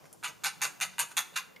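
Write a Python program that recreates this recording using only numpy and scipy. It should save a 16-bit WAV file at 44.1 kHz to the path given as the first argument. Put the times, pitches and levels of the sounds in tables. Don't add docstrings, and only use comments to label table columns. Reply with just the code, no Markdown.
import sys
import numpy as np
from scipy import signal
from scipy.fft import rfft, irfft
from scipy.io import wavfile
from scipy.ndimage import uniform_filter1d

SR = 44100
rng = np.random.default_rng(int(sys.argv[2]) if len(sys.argv) > 2 else 0)


def gain_from_db(level_db):
    decades = np.asarray(level_db, float) / 20
    return 10 ** decades


def dump_mix(stems):
    frames = np.atleast_2d(stems).T
    limited = np.clip(frames, -1, 1)
    pcm = np.round(limited * 32767).astype(np.int16)
    wavfile.write(sys.argv[1], SR, pcm)


N = 70560

CATCHES_S = [.2336, .4404, .6164, .8104, .9914, 1.1679, 1.3578]


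def rms_one(x):
    return x / np.sqrt(np.mean(x ** 2) + 1e-20)


def resonance(x, hz, width_hz):
    r = np.exp(-np.pi * width_hz / SR)
    gain = (1 - r * r) / 2
    poles = [1, -2 * r * np.cos(2 * np.pi * hz / SR), r * r]
    return signal.lfilter([gain, 0, -gain], poles, x + 1e-18)


def drift(rate_hz):
    r = np.exp(-2 * np.pi * rate_hz / SR)
    settle = SR // 2
    slow = signal.lfilter([1], [1, -2 * r, r * r], rng.standard_normal(N + settle))[settle:]
    return slow / slow.std()


def burst(start_s, decay_s):
    t = np.arange(N) / SR - start_s
    return (t >= 0) * np.exp(-np.clip(t, 0, 1) / decay_s) * rng.standard_normal(N)


def bell(middle_s, half_width_s):
    t = np.arange(N) / SR
    return np.exp(-((t - middle_s) / half_width_s) ** 2)


def pair(mid, side, wider_db):
    # freq_hz, side_level_db
    pair_width = np.array([(100, -5), (400, -4), (1200, -12), (2600, -12), (4400, -17), (6500, -24),
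                           (9000, -12), (13000, -7)])
    hz = np.fft.rfftfreq(N, 1 / SR) + 1
    side_db = wider_db + np.interp(np.log(hz), np.log(pair_width[:, 0]), pair_width[:, 1])
    side = irfft(rfft(side) * gain_from_db(side_db), N)
    return np.array([mid + side, mid - side])


def room_tone():
    # freq_hz, density_db_per_hz
    tone_spectrum = np.array([(30, -17), (110, -2.5), (170, 1.5), (650, -3.5), (1300, -4.5), (2400, -12.5),
                              (10000, -19), (15500, -15)])
    level_db, flicker_db, wider_db = -61, 2.5, 8.5
    edges_hz = 25 * 2 ** np.arange(0, 9.6, .5)
    white = rng.standard_normal((2, 2, N))
    out = 0
    for k, (low_hz, high_hz) in enumerate(zip(edges_hz, edges_hz[1:])):
        band_pass = signal.butter(2, [low_hz, high_hz], "band", fs=SR, output="sos")
        band = signal.sosfilt(band_pass, white[k % 2])
        middle = np.log(low_hz * high_hz) / 2
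        band_db = np.interp(middle, np.log(tone_spectrum[:, 0]), tone_spectrum[:, 1])
        out = out + gain_from_db(band_db + flicker_db * drift(1.3)) * band
    mid, side = gain_from_db(level_db) * rms_one(out)
    return pair(mid, side, wider_db)


def bumps():
    # middle_s, level_db, half_width_s
    knocks = [(0.048, -66, 0.051), (0.142, -68.5, 0.026), (0.299, -61.5, 0.021), (0.461, -59, 0.025),
              (0.658, -58.5, 0.037), (0.838, -59.5, 0.031), (1.022, -60.5, 0.037), (1.192, -59.5, 0.022),
              (1.35, -67.5, 0.046)]
    thud_hz, knock_hz, knock_db = 152.8, 556, 7.5
    shape = sum(gain_from_db(db) * bell(s, half_s) for s, db, half_s in knocks)
    noise = rng.standard_normal((2, N))
    thud = resonance(resonance(noise, thud_hz, 45), thud_hz, 133)
    knock = resonance(resonance(noise, knock_hz, 470), knock_hz, 500)
    return shape * (rms_one(thud) + gain_from_db(knock_db) * rms_one(knock))


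def ticks():
    # start_s, level_db, pitch_hz, width_hz, decay_s
    contacts = [
        (.0410, -58, 700, 700, .006),
        (.0550, -57, 1500, 1500, .003),
        (.1281, -45, 10500, 2500, .0015),
        (.1285, -52, 6800, 1200, .002),
        (.1357, -49, 10000, 2000, .0015),
        (1.1110, -55, 1300, 350, .005),
        (1.1155, -52, 1300, 350, .004),
        (1.5615, -60, 4800, 900, .002),
        (1.5620, -57, 3600, 300, .003),
        (1.5628, -48, 2200, 180, .003),
    ]
    out = 0
    for s, db, hz, width_hz, decay_s in contacts:
        out = out + gain_from_db(db) * np.sqrt(SR / width_hz) * resonance(burst(s, decay_s), hz, width_hz)
    return out


def pressure():
    # middle_s, level_db, half_width_s, brightness_db
    rubs = [(.046, -77, 0.006, -1), (0.063, -73, 0.011, 9), (0.288, -50, 0.014, 0.5),
            (0.42, -59, 0.0056, -12), (0.934, -52.5, 0.0061, -18), (1.117, -49.5, .010, -1),
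            (1.347, -55, 0.018, -5.5)]
    # level_db, bite_share (0-1), swell_s, hold_s, brightness_db
    strokes = [
        (-32, .3, 0.0071, 0.016, -6.5),
        (-28.5, 0.89, 0.01, 0.019, -3.5),
        (-30.5, 0.7, 0.0018, 0.035, 0.5),
        (-29.5, 1, 0.013, 0.0073, -0.5),
        (-28, 0.98, .006, 0.011, 0),
        (-26.5, 0.66, 0.002, 0.014, 1.5),
        (-28.5, 0.3, 0.004, 0.012, -4.5),
    ]
    lift_db_per_s = 526
    t, low, high = np.arange(N) / SR, np.zeros(N), np.zeros(N)
    for s, db, half_s, bright_db in rubs:
        force = gain_from_db(db) * bell(s, half_s)
        low, high = low + force, high + force * gain_from_db(bright_db)
    for s, (db, bite, swell_s, hold_s, bright_db) in zip(CATCHES_S, strokes):
        rise = (t >= s) * np.clip(bite + (1 - bite) * (t - s) / swell_s, 0, 1)
        lifted_s = np.clip(t - s - swell_s - hold_s, 0, 1)
        force = rise * gain_from_db(db - lift_db_per_s * lifted_s)
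        low, high = low + force, high + force * gain_from_db(bright_db)
    return low, high


def thread_drive():
    threads_per_s, spread_db, judder_db = 1100, 3.5, 1.0
    slip_share, bite_db = .55, 19
    sizes = gain_from_db(spread_db * np.minimum(rng.exponential(1, N), 3)) * rng.choice([-1, 1], N)
    snaps = rms_one(sizes * (rng.random(N) < threads_per_s / SR))
    drive = (snaps + slip_share * rng.standard_normal(N)) * gain_from_db(judder_db * drift(80))
    drive = drive / np.sqrt(uniform_filter1d(drive ** 2, size=400))
    drive[(np.array(CATCHES_S) * SR).astype(int) + 1] += gain_from_db(bite_db)
    return drive


def ring(force, modes):
    wander_db = 2.0
    out = 0
    for k, (hz, width_hz, db) in enumerate(modes):
        heard = force * gain_from_db(wander_db * drift(16.7))
        out = out + (-1) ** k * gain_from_db(db + 9.5) * resonance(heard, hz, width_hz)
    return out


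def scratch():
    # start_s, level_db, brightness_db
    landings = [
        (.2280, -22.5, -13),
        (.4365, -20.5, -1),
        (0.6094, -28, -12),
        (.7945, -45.5, 8),
        (0.8017, -24, 5.5),
        (.9826, -22.5, 2),
    ]
    # freq_hz, width_hz, level_db
    body_modes = [(785, 114, -6.5), (1050, 200, -2.5), (1184, 160, 0.5), (1528, 228, 0.5), (2041, 73, 0.5),
                  (2304, 220, -2), (2786, 234, 0), (3110, 255, -9.5), (3523, 323, -4), (4470, 900, -8.5)]
    # freq_hz, width_hz, level_db
    tip_modes = [(6340, 334, 0), (7020, 630, -3.5), (8755, 500, -5.5), (9785, 520, -5), (11840, 1430, -10),
                 (15100, 550, -25)]
    drive = thread_drive()
    low, high = [force * drive for force in pressure()]
    for s, db, bright_db in landings:
        touch = gain_from_db(db) * np.abs(burst(s, .00012))
        low, high = low + touch, high + gain_from_db(bright_db) * touch
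    low_cut = signal.butter(4, 650, "high", fs=SR, output="sos")
    return signal.sosfilt(low_cut, ring(low, body_modes)), ring(high, tip_modes)


def echoes(x, t60_s, onset_s):
    wall_cut_hz = 6900
    t = np.arange(int(.7 * SR)) / SR
    echo = rng.standard_normal((2, len(t)))
    dull = signal.sosfilt(signal.butter(1, wall_cut_hz, fs=SR, output="sos"), echo)
    bright = echo - dull
    echo = dull * gain_from_db(-60 * t / t60_s) + bright * gain_from_db(-90 * t / t60_s)
    echo = echo * np.clip(t / onset_s, 0, 1)
    return signal.fftconvolve(x[None], echo / np.sqrt(np.sum(echo ** 2) / 2), axes=1)[:, :N]


def moving_echo(x, t60_s, onset_s):
    turn_rad = 9 * np.arange(N) / SR
    one, other = echoes(x, t60_s, onset_s)
    return np.cos(turn_rad) * one + np.sin(turn_rad) * other


def lean(x, pan_db):
    return x * (gain_from_db([[pan_db], [-pan_db]]) - 1)


def scene():
    ring_db, room_db = -7, -13.5
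    low, high = scratch()
    tool = low + high + ticks()
    tool = tool + gain_from_db(ring_db) * moving_echo(tool, .06, 0.0024)
    scatter = moving_echo(tool, .02, .001)
    near = pair(tool, scatter, 0) + lean(low, -.7) + lean(high, .3)
    room = pair(*echoes(tool, 0.44, 0.0027), 4.5)
    return near + gain_from_db(room_db) * room + room_tone() + bumps()


def band_limit(x):
    return signal.sosfilt(signal.butter(12, 16480, fs=SR, output="sos"), x)


def record(dry):
    x = dry - .75 * resonance(dry, 7900, 200)
    top_cut = signal.cheby2(10, 60, 16500, fs=SR, output="sos")
    return band_limit(signal.sosfilt(top_cut, x))


dry = scene()
out = record(dry)
dump_mix(out)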